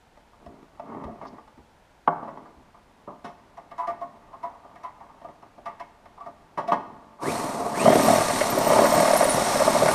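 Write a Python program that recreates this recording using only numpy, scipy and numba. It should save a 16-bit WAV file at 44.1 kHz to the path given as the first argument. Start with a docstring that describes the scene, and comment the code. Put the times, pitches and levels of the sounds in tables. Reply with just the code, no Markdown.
"""A workshop with a sheet-metal box on a wooden bench. A tool is dragged off the bench, then the box is bumped
and scuffed while a screw bit is set on it; the drill starts, eases, and runs hard while its bit chatters.
Knocks, rubbing, skids and the drill push on damped modes of the box walls; singing, squeals and gear whine
are wavering tones. Boots and a tool set down ring modes of their own. A quiet hush and room echo surround it."""
import sys
import numpy as np
from scipy import signal
from scipy.fft import rfft, irfft, next_fast_len
from scipy.io import wavfile
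from scipy.ndimage import uniform_filter1d
from numba import njit

SR = 44100
rng = np.random.default_rng(int(sys.argv[2]) if len(sys.argv) > 2 else 0)


def inscribe(sig):
    """Save sig as 16-bit PCM at rate SR to the path in sys.argv[1].

    A 1-D sig is mono; a 2-D sig holds one channel per row.
    Samples are clipped to [-1, 1] before scaling.
    """
    pcm = np.round(np.clip(np.atleast_2d(sig).T, -1, 1) * 32767)
    wavfile.write(sys.argv[1], SR, pcm.astype(np.int16))


N = 438354  # length in samples


def undb(db):
    """Turns decibels into an amplitude factor."""
    return 10 ** (np.asarray(db) / 20)


def unit(x):
    """Scales a signal to rms 1."""
    return x / np.sqrt(np.mean(x ** 2))


def curves(table, outside):
    """Table columns as signals, with a set level outside; a table that ends after 9.5 s holds its last value."""
    time, *columns = np.transpose(table)
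    t = np.arange(N) / SR
    return [np.interp(t, time, c, outside, c[-1] if time[-1] > 9.5 else outside) for c in columns]


RING_LAG = SR // 300  # samples by which a family of modes builds up after its force


def ring(force, modes, band_hz):
    """Damped modes heard in one band, moved earlier by their build-up; white noise of rms 1 gives rms 1."""
    t = np.arange(SR // 2) / SR
    h = np.zeros(len(t))
    for hz, db, t60 in modes:
        h += undb(db) * np.sin(2 * np.pi * hz * t) * 1000 ** (-t / max(t60, .01))
    h = signal.sosfilt(signal.butter(4, band_hz, "band", fs=SR, output="sos"), h)
    h /= np.sqrt(np.sum(h ** 2))
    return signal.fftconvolve(force, h)[RING_LAG:RING_LAG + N]


def colour(x, points):
    """Shapes the spectrum of a signal by points of frequency and level."""
    size = next_fast_len(N)
    hz, db = np.transpose(points)
    bin_hz = np.arange(size // 2 + 1) * SR / size
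    gain = undb(np.interp(np.log(bin_hz + 1), np.log(hz), db))
    return irfft(rfft(x, size) * gain, size)[:N]


def walk(rate, size=N):
    """Random levels held for 1 / rate seconds and smoothed twice; spread near 1."""
    k = int(SR / rate)
    steps = np.repeat(rng.standard_normal(size // k + 1), k)
    return 1.1 * uniform_filter1d(uniform_filter1d(steps, k), k)[:size]


def grit(rate, spread_db):
    """Sparse random slips of uneven size, about `rate` a second, scaled to rms 1."""
    happens = rng.random(N) < rate / SR
    return unit(happens * rng.standard_normal(N) * undb(spread_db * rng.exponential(size=N)))


def rough_tone(hz, width_hz, steady=0., size=N):
    """A tone smeared by quick random swings of size and sign around a steady part; rms near 1."""
    swing = (steady + walk(width_hz, size=size)) / np.hypot(steady, 1)
    return np.sqrt(2) * swing * np.sin(2 * np.pi * np.cumsum(hz * np.ones(size)) / SR)


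# background spectrum: (frequency [Hz], relative level [dB per Hz])
SHOP_SPECTRUM = [(12, -38), (20, 1.5), (59, 0.5), (367, -8.5), (497, -6.5), (915, -4.5), (1210, -16),
                 (1350, -10.5), (1830, -14.5), (2350, -17.5), (9910, -32), (13800, -38.5), (15000, -41)]
SHOP_DB = -58


def shop():
    """Steady workshop hush: noise shaped by a fixed spectrum."""
    return unit(colour(rng.standard_normal(N), SHOP_SPECTRUM)) * undb(SHOP_DB)


CLANK_SHARE = 0.46  # the clank lies this far from the high ring towards the tick, in dB
# sharp knocks: (time [s], high ring level [dB], boom level [dB], low ring level [dB], tick level [dB],
# contact time constant [s])
KNOCK_EVENTS = [(0.174, -41, -53, -45, -69, 0.0027), (0.33, -53, -62, -60, -80, 0.018),
                (0.462, -42, -42, -37, -63, 0.0052), (0.628, -46, -42, -58, -70, 0.0047),
                (0.798, -26.5, -41, -28, -63, 0.0029), (1.039, -34, -45, -35, -59.5, 0.0072),
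                (1.08, -48, -39, -31, -84, 0.012), (1.214, -35.5, -43, -39.5, -70, 0.029),
                (1.252, -34.5, -52, -47, -68, 0.011), (1.33, -48, -45, -45, -72, 0.01),
                (1.384, -38, -38, -45.5, -72, 0.0044), (1.477, -43.5, -70, -59, -69, 0.0058),
                (1.577, -54, -42, -68, -82, 0.018), (2.077, -9, -46, -33, -56, 0.0041),
                (2.227, -42, -39.5, -36, -74, 0.027), (2.276, -37, -58, -37, -71, 0.024),
                (2.374, -34.5, -56, -54, -69, 0.006), (2.458, -44.5, -55, -50, -77, 0.014),
                (2.743, -49, -75, -60, -90, 0.027), (3.076, -36.5, -40.5, -40.5, -90, 0.032),
                (3.245, -32, -37.5, -38, -56.5, 0.028), (6.576, -23.5, -31.5, -26, -54, 0.027),
                (6.719, -14, -24, -20, -47.5, 0.017)]


def knocks():
    """Forces on the four mode families and a bare tick: each contact is a rough burst that dies away."""
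    force, t = np.zeros((5, N + 8192)), np.arange(8192) / SR
    for time, high_db, boom_db, low_db, tick_db, contact in KNOCK_EVENTS:
        rise = np.minimum(t / 0.0028, 1)
        burst = rng.standard_normal(8192) * np.exp(-t / max(contact, .001)) * rise
        burst *= np.sqrt(contact * SR / 2 / np.sum(burst ** 2))  # energy grows with contact time
        clank_db = high_db + CLANK_SHARE * (tick_db - high_db)
        levels = undb([boom_db, low_db, high_db, clank_db, tick_db])
        i = int(time * SR)
        force[:, i:i + 8192] += levels[:, None] * burst
    return force[:, :N]


PRESSED = 0.49  # share of the ring time left to the clank while the drill presses on the wall
# four families of box wall modes: (frequency [Hz], relative level [dB], 60 dB decay time [s])
BOOM_MODES = [(109.5, -11, 0.15), (164, -15.5, 0.61), (226.2, -2.5, 0.25), (266.2, 5, 0.083),
              (322, 8, 0.05), (397.9, 5.5, 0.1), (459.4, 12.5, 0.056)]
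LOW_MODES = [(555, -8, 0.11), (594, 1, 0.085), (614.5, -3, 0.099), (666.6, 3.5, 0.081), (696.7, 1.5, 0.14)]
HIGH_MODES = [(798, -8, 0.099), (892, 3.5, 0.044), (951, -4.5, 0.061), (1006, 0.5, 0.046), (1108, 4, 0.039),
              (1190, -3.5, 0.073), (1355, -13, 0.054)]
CLANK_MODES = [(1472, 4.5, 0.072), (1657, 3, 0.07), (1847, 6.5, 0.043), (1942, 3, 0.067),
               (2124, 6.5, 0.036), (2585, -4.5, 0.041), (2770, -14, 0.099), (3107, -7, 0.073)]
# band in which each family is heard: (lowest frequency [Hz], highest frequency [Hz])
FAMILY_BANDS = [(110, 420), (500, 768), (740, 1353), (1300, 3130)]


def box_walls(free, pressed):
    """Forces ring the sheet metal in four families of modes; under the drill the clank dies sooner."""
    force = free.copy()
    force[:3] += pressed[:3]
    families = (BOOM_MODES, LOW_MODES, HIGH_MODES, CLANK_MODES)
    box = sum(ring(f, modes, band) for f, modes, band in zip(force, families, FAMILY_BANDS))
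    return box + ring(pressed[3], np.array(CLANK_MODES) * [1, 1, PRESSED], FAMILY_BANDS[3])


# modes of the steel bit: (frequency [Hz], relative level [dB], 60 dB decay time [s])
BIT_MODES = [(2660, -6, .03), (3825, 2.5, 0.048), (5290, 7, 0.028), (5700, 1, 0.031), (6450, -12, .02),
             (9620, 2.5, 0.014)]


def ticks(force):
    """The steel bit rings at each touch, over the bright noise of the bare contact."""
    crack = colour(force, [(1800, -27), (3000, 5.0), (7000, -10.0), (14000, -26)])
    return ring(force, BIT_MODES, (2200, 13000)) + undb(12.5) * crack


RUB_HIGH_DB, RUB_CLANK_DB = 4, -12  # against the low ring
# rubbing of tool and gloves on bench and box: (time [s], low ring level [dB], boom level [dB])
RUB_CURVE = [(0, -99, -92), (.4, -68, -64), (.5, -64, -49), (.72, -70, -70), (.84, -54.5, -47.5),
             (.95, -46, -39.5), (1.08, -52.5, -40.5), (1.17, -56.5, -50), (1.27, -66, -51),
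             (1.36, -56, -50.5), (1.5, -81, -83), (2.07, -76, -75), (2.14, -52, -48.5), (2.28, -56, -47),
             (2.8, -74.5, -68), (3.91, -62, -60.5), (4.95, -60, -62), (5.4, -67, -64), (6.55, -68, -65),
             (6.75, -57, -41.5), (7.2, -64.5, -67.5)]


def rubbing():
    """Many tiny stick-and-slip grains push on the box modes."""
    ring_db, boom_db = curves(RUB_CURVE, -120)
    slips = grit(4000, 2.2) * undb(1.6 * walk(40))
    return undb([boom_db, ring_db, ring_db + RUB_HIGH_DB, ring_db + RUB_CLANK_DB]) * slips


def thuds(events, modes, band_hz):
    """Single-sample jolts ring the modes of one object."""
    force = np.zeros(N)
    for time, db in events:
        force[int(time * SR)] = undb(db)
    return ring(force, modes, band_hz)


# boots on the floor: (time [s], force level [dB])
STEP_EVENTS = [(0.469, -18), (1.049, -10.5), (1.588, -23), (2.569, -23)]
# floor modes: (frequency [Hz], relative level [dB], 60 dB decay time [s])
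FLOOR_MODES = [(48.2, -12, 0.19), (71.4, 10, 0.15)]


def footsteps():
    """Each boot jolts low, quickly damped modes of the floor."""
    return thuds(STEP_EVENTS, FLOOR_MODES, (30, 130))


# squeals of the tool or the bit: (start time [s], frequency [Hz], nominal width [Hz], nominal level [dB],
# length [s])
SQUEAL_PATCHES = [(1.255, 4900, 1800, -60, .045), (7.921, 12860, 1802, -42, 0.27),
                  (8.374, 12100, 799, -48, 0.073), (8.472, 13070, 600, -34, 0.06),
                  (8.567, 13720, 601, -42, 0.17), (8.792, 13570, 447, -38, 0.15),
                  (8.925, 13560, 400, -34, 0.039), (9.005, 11500, 1504, -41, 0.035),
                  (9.065, 11000, 1200, -41, 0.024), (9.12, 13780, 449.3, -46, 0.25),
                  (9.135, 9700, 890, -32.5, 0.023), (9.165, 11000, 1400, -26, 0.024),
                  (9.19, 10180, 1012, -32, 0.022), (9.21, 13100, 602, -46, .09),
                  (9.235, 9700, 810, -32, .025), (9.282, 9650, 894, -27.5, 0.048),
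                  (9.335, 10600, 1614, -31, 0.03), (9.89, 10230, 1220, -33, 0.05),
                  (9.89, 13000, 896, -47, 0.042)]


def squeals():
    """Each patch swells and fades in quick flickers, a tone with a wide skirt."""
    out = np.zeros(N + SR)
    for time, hz, width_hz, db, length in SQUEAL_PATCHES:
        n = int(2 * length * SR)  # leaves space for the soft edges
        i = int((time - length / 2) * SR)
        tone = rough_tone(hz, width_hz * 0.86, size=n)
        tone += 0.66 * rough_tone(hz, width_hz * 2.2, size=n)
        flicker = undb(db - 3 + 5.7 * walk(74, size=n))
        out[i:i + n] += flicker * np.exp(-np.linspace(-2, 2, n) ** 2) * tone
    return out[:N]


# a tool is set down and bounces once: (time [s], force level [dB])
SET_DOWN_EVENTS = [(2.0808, 4.5), (2.0853, 8.5)]
# modes of tool and bench: (frequency [Hz], relative level [dB], 60 dB decay time [s])
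TOOL_MODES = [(168.4, -12, 0.33), (297, -13, 0.16), (320, -20, 0.13), (388, -12, 0.18), (520, -8.5, 0.13),
              (608, -8, 0.2), (703, -2, 0.12), (852, 1, 0.054), (910, -12, 0.08), (1140, -1.5, 0.041),
              (1190, -2, 0.063), (1334, -11, 0.063), (1440, -1.5, 0.067)]


def set_down():
    """Two close jolts ring the tool and the bench."""
    return thuds(SET_DOWN_EVENTS, TOOL_MODES, (155, 1700))


SWELL_S, SWELL_AT_DB, SWELL_DOUBLES_DB = 0.016, -24, 15  # swell time at a level; doubles per 15 dB louder
SKID_ROUGH_DB = -15  # rough part on the high ring against the skid, at SWELL_AT_DB
LOCK_ON = .55  # dB by which the rough wall force falls behind for each dB that the high ring is louder
WALL_TONE_HZ = 689.3  # the low mode under the bit
OVERTONE_DB = -39  # octave of the singing mode, against the skid's high ring level
SING_SHARPNESS = 2.5  # the singing swells later and stops sooner than the rough part
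SING_TAIL, SING_TAIL_S = .15, 0.077  # the singing mode rings on after the skid: share, time constant
# the bit skids on the wall and one mode sings: (time [s], nominal high ring level [dB],
# nominal low ring level [dB], nominal tick level [dB], singing frequency [Hz])
SKID_EVENTS = [(3.573, -35.5, -41.5, -55, 800), (3.713, -37.5, -40, -52.5, 1186),
               (3.78, -17.5, -34, -50, 997), (3.828, -24.5, -57, -73, 995),
               (3.872, -22.5, -23, -46.5, 1184), (4.011, -26.5, -30.5, -56.5, 1088),
               (4.331, -34.5, -47, -64, 1053), (4.43, -22, -31.5, -54, 985), (4.548, -47, -65, -64, 990),
               (4.645, -42.5, -48, -69, 990), (4.757, -45, -45.5, -53.5, 1190),
               (4.834, -23.5, -40.5, -50.5, 1007), (5.004, -37, -47, -61, 924), (5.098, -48, -71, -71, 807),
               (5.215, -46, -44, -60, 1020), (5.245, -41, -37.5, -59, 1194), (5.285, -43, -41.5, -61, 925),
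               (5.425, -43, -45, -59, 1220), (5.58, -52, -45.5, -62, 880), (5.657, -24, -33.5, -48, 1181),
               (5.798, -30.5, -38.5, -47.5, 993), (6.057, -49, -49.5, -55.5, 1190),
               (6.175, -39.5, -56, -68, 996), (6.204, -32, -45, -60, 1153),
               (6.261, -33, -33.5, -56.5, 1193), (6.678, -23, -22.5, -42.5, 1133)]


def skids():
    """Returns forces and squeaks: friction swells, fades, and locks on to a wall mode."""
    force, squeak, t = np.zeros((5, N)), np.zeros(N), np.arange(8192) / SR
    for time, high_db, low_db, tick_db, hz in SKID_EVENTS:
        rough, *waver = rng.standard_normal((3, 8192))
        swell = SWELL_S * 2 ** ((max(high_db, low_db) - SWELL_AT_DB) / SWELL_DOUBLES_DB)
        shape = (t / swell * np.exp(1 - t / swell)) ** 0.72
        tail = SING_TAIL * np.minimum(t / swell, 1) * np.exp(-t / SING_TAIL_S)
        quick = np.exp(-t / (1.23 * swell)) * np.minimum(t / 0.0015, 1)  # treble starts at first touch
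        wall_db = np.array([low_db - 20, low_db - 16.0, high_db + SKID_ROUGH_DB])
        wall_db -= LOCK_ON * (high_db - SWELL_AT_DB)
        touch = undb([tick_db - 3.5, tick_db - 10.5])[:, None] * [shape + quick, quick]
        i = int(time * SR)
        force[:3, i:i + 8192] += undb(wall_db)[:, None] * shape * rough
        force[3:, i:i + 8192] += touch * rough
        for db, tone_hz, w in zip((low_db - 1.5, high_db - 9.0), (WALL_TONE_HZ, hz), waver):
            swing = (shape ** SING_SHARPNESS + tail) * (1 + 4 * uniform_filter1d(w, 400))
            squeak[i:i + 8192] += undb(db + 2) * swing * np.sin(2 * np.pi * tone_hz * t)
        octave = np.sin(2 * np.pi * 2 * hz * t)
        squeak[i:i + 8192] += undb(high_db + OVERTONE_DB) * (shape + 2 * tail) * octave
    return force, squeak


# trigger or load changes: (time [s], gear mesh frequency that the motor heads for [Hz], time constant [s])
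SPEED_CHANGES = [(7.19, 3786, 0.11), (7.309, 1280, 0.19), (7.74, 3600, .09), (7.9, 3398, 0.058),
                 (8.4, 2604, 0.18), (8.63, 3390, 0.2)]


def spindle():
    """Gear mesh in Hz: after each change the gap to the new speed closes exponentially."""
    t, hz = np.arange(N) / SR, np.zeros(N)
    for time, aim_hz, lag in SPEED_CHANGES:
        i = int(time * SR)
        hz[i:] = aim_hz + (hz[i] - aim_hz) * np.exp(-(t[i:] - time) / lag)
    return hz


TEETH_PER_BLOW = 88  # gear teeth that mesh between two blows of the bit
HISS_DB, TOP_HISS_DB, GEAR_CLANK_DB = -30, -52.5, -38  # at full speed and the final grind level
DB_PER_OCTAVE = 8.5  # how these fall as the speed drops
GRIND_LOW_DB, GRIND_DRIVES_HISS = -0.5, 0.46  # low ring against high ring; dB of hiss per dB of grind
WHINE_DB, IDLE_WHINE_DB = -35.5, -53  # peak while pulling up to speed; part that follows speed alone
HOUSING_DRIFT, HOUSING_WAVER_DB = .004, 1.3  # grip and load shift each resonance: share of pitch, dB
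# grind of the bit on the wall: (time [s], high ring level [dB], boom level [dB])
GRIND_CURVE = [(7.19, -50, -60), (7.23, -34.5, -36.5), (7.275, -32.5, -25), (7.32, -33.5, -35.5),
               (7.74, -34.5, -35.5), (7.8, -28.5, -29), (7.89, -29, -18), (7.99, -28.5, -27.5),
               (8.1, -25.5, -25.5), (8.3, -31.5, -33.5), (8.58, -29.5, -28.5), (8.82, -24, -22.5),
               (8.91, -29.5, -37), (8.96, -26, -24), (9.1, -27.5, -33), (9.3, -29.5, -29.5),
               (9.5, -27.5, -34), (9.9, -28.5, -27.5)]
# drill housing resonances: (frequency [Hz], width [Hz], relative level [dB])
HOUSING_MODES = [(3790, 300, -4), (4330, 140, -4), (5390, 400, -3), (5790, 220, -2.5), (7180, 200, -6),
                 (8290, 70, 2.5), (8860, 160, -5)]
# motor noise spectrum: (frequency [Hz], relative level [dB per Hz])
MOTOR_SPECTRUM = [(1350, -3), (2300, -5), (3170, -10), (4280, -5.5), (4740, -8), (5720, -6.5), (7710, -9),
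                  (8400, -5), (13100, -21.5), (15000, -27)]


def drill():
    """Returns the bit's forces on the wall, one blow a turn, and the drill's own hiss and gear whine."""
    high_db, boom_db = curves(GRIND_CURVE, -120)
    mesh_hz = spindle()
    running, speed = mesh_hz > 0, mesh_hz / mesh_hz.max()
    spin_db = DB_PER_OCTAVE * np.log2(speed + 1e-4) + GRIND_DRIVES_HISS * (high_db - high_db[-1])

    # the bit catches once a turn: a short hump of slips over a steady grind
    turns = np.cumsum(mesh_hz / TEETH_PER_BLOW * (1 + 0.03 * walk(20))) / SR
    size = undb(3.4 * rng.standard_normal(200))[turns.astype(int)]
    blows = size * np.exp(-((turns % 1 - .3) / 0.1) ** 2)
    bite = np.array([0.51, 1.4, 4.4, 1.1])[:, None] + blows
    bite /= np.sqrt(np.mean(bite[:, running] ** 2, axis=1, keepdims=True))
    levels = undb([boom_db, high_db + GRIND_LOW_DB, high_db, spin_db + GEAR_CLANK_DB])
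    force = rng.standard_normal((4, N)) * bite * levels

    housing = np.zeros(N)
    for hz, width_hz, db in HOUSING_MODES:
        tone = rough_tone(hz * (1 + HOUSING_DRIFT * walk(1.7)), width_hz)
        housing += undb(db + HOUSING_WAVER_DB * walk(2.49)) * tone
    air = unit(colour(grit(20000, 0.48), MOTOR_SPECTRUM)) + undb(-7.5) * speed * unit(housing)
    air *= (1 + 0.31 * blows) * undb(0.49 * walk(17))
    top = signal.sosfilt(signal.butter(4, 11000, "high", fs=SR, output="sos"), air)
    hiss = (unit(air - top) * undb(HISS_DB) + unit(top) * undb(TOP_HISS_DB)) * undb(spin_db)

    # teeth sing under torque, more so when fast
    pull = speed ** 2 * np.maximum(np.gradient(mesh_hz), 0)
    whine_level = undb(WHINE_DB) * pull / pull.max() + undb(IDLE_WHINE_DB) * speed
    return force, hiss + whine_level * rough_tone(mesh_hz, 800, steady=0.63)


CLANK_S = 0.0057  # the clank is a rattle that peaks after this time and then dies
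CATCH_HZ, CATCH_SPREAD_HZ, CATCH_S = 621, 26, .0045  # wall flexing: pitch, its spread, half-width of swell
CATCH_GLIDE_HZ_S = 12000  # the wall stiffens as it is pushed in, so the pitch climbs
# how a catch drives boom and high ring, against its peak: (boom level [dB], high ring level [dB])
CATCH_DRIVE = [2.5, 8]
# hard catches of the bit in the wall: (time of the peak [s], peak level [dB], clank level [dB])
CATCH_EVENTS = [(7.8644, -4, -38), (7.8852, -3, -31.3), (7.907, -10, -33.6), (7.9314, -7.5, -26),
                (7.9626, -12.5, -41), (7.9743, -15, -40), (8.0019, -14.5, -29.5), (8.0515, -15.2, -35),
                (8.086, -6, -35), (8.1057, -7.5, -31), (8.1378, -12.5, -39), (8.1609, -12, -33),
                (8.1862, -12, -33), (8.2193, -11, -35), (8.3095, -14.5, -28.5), (8.418, -13.5, -25),
                (8.5801, -12.5, -38), (8.6155, -14.5, -44), (8.6739, -12.5, -34), (8.7081, -8.5, -32.3),
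                (8.7232, -10, -33.3), (8.7389, -10.2, -37), (8.767, -9.5, -33.9), (8.7953, -5, -25),
                (8.8221, -14, -43), (8.836, -15, -37), (8.8488, -9.5, -34), (8.8615, -11.5, -26.5),
                (8.9263, -12, -37), (8.9429, -12, -34), (8.9689, -14.5, -35), (8.982, -10, -38),
                (9.008, -11, -32), (9.0345, -11, -32.9), (9.0597, -15, -35), (9.0856, -10.5, -27),
                (9.1111, -9, -30.8), (9.1384, -9.5, -38), (9.1616, -10.5, -29.5), (9.2129, -8, -30),
                (9.2331, -9.5, -28.5), (9.2572, -12, -33), (9.288, -16, -36), (9.384, -14.5, -44),
                (9.5624, -14.5, -35), (9.6094, -11.5, -35), (9.6232, -9, -36), (9.6828, -9.9, -37),
                (9.755, -12, -44), (9.7671, -14, -38), (9.8267, -9.5, -41), (9.839, -13.5, -38),
                (9.8649, -13, -30.5), (9.8912, -10.4, -24)]


def catches():
    """Returns forces and flexing: a jolt and a rattle into the modes, and a short swell of the wall."""
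    force, flex, t = np.zeros((4, N + 2048)), np.zeros(N + 2048), np.arange(2048) / SR
    for time, db, clank_db in CATCH_EVENTS:
        rough = rng.standard_normal(2048)
        jolt = 0.081 * rough * np.exp(-np.abs(t - .006) / 0.0041)
        jolt[SR // 160] = 1
        i = int(time * SR) - SR // 100  # begins 10 ms before the peak
        force[[0, 2], i:i + 2048] += undb(db + np.array(CATCH_DRIVE))[:, None] * jolt
        rattle = rough * t / CLANK_S * np.exp(1 - t / CLANK_S)
        force[3, i:i + 2048] += undb(clank_db) * rattle
        held = t - 1 / 100  # seconds from the peak
        hz = CATCH_HZ + CATCH_SPREAD_HZ * rough[0] + CATCH_GLIDE_HZ_S * held / 2
        bend = np.sin(2 * np.pi * hz * held + 2 * rough[1])
        flex[i:i + 2048] += undb(db) * np.exp(-(held / CATCH_S) ** 2) * bend
    return force[:, :N], flex[:N]


@njit
def echoes(x, lags, gain, damp):
    """Eight delay lines that feed each other, duller on every round."""
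    line, soft, out = np.zeros((8, 4096)), np.zeros(8), np.zeros(len(x))
    for i in range(len(x)):
        total = 0.
        for k in range(8):
            soft[k] += (1 - damp) * (gain[k] * line[k, (i - lags[k]) & 4095] - soft[k])
            total += soft[k]
            out[i] += soft[k] * (1 - 2 * (k % 2))
        for k in range(8):
            line[k, i & 4095] = x[i] + soft[k] - total / 4
    return out


ROOM_T60_S, ROOM_DAMP, ROOM_DB = 0.77, 0.28, -19.5  # decay time before damping, dulling per round, level
SQUEAK_ROOM_DB = -8  # the squeak beams off the wall and feeds the room less


def room(near, squeak):
    """Sound bounces around the workshop and fades, its treble first."""
    lags = rng.integers(700, 2800, 8)
    gain = undb(-60 * lags / SR / ROOM_T60_S)
    source = near + undb(SQUEAK_ROOM_DB) * squeak + 1e-18  # the tiny offset keeps the maths fast
    return undb(ROOM_DB) * echoes(source, lags, gain, ROOM_DAMP)


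def scene():
    """Pushes on the box, adds the other sources, then the room and the hush."""
    scrape, squeak = skids()
    bit, motor = drill()
    jolts, flex = catches()
    hits = knocks() + scrape
    box = box_walls(hits[:4] + rubbing(), bit + jolts) + flex
    near = box + ticks(hits[4]) + motor + squeals() + footsteps() + set_down()
    return (near + squeak + room(near, squeak) + shop())[None]


TOP_HZ = 15120


def record(dry):
    """Rounds the loudest peaks and cuts the treble steeply above TOP_HZ."""
    soft = .85 * np.tanh(dry / .85)
    return signal.sosfilt(signal.ellip(10, .2, 70, TOP_HZ, fs=SR, output="sos"), soft)


dry = scene()
out = record(dry)
inscribe(out)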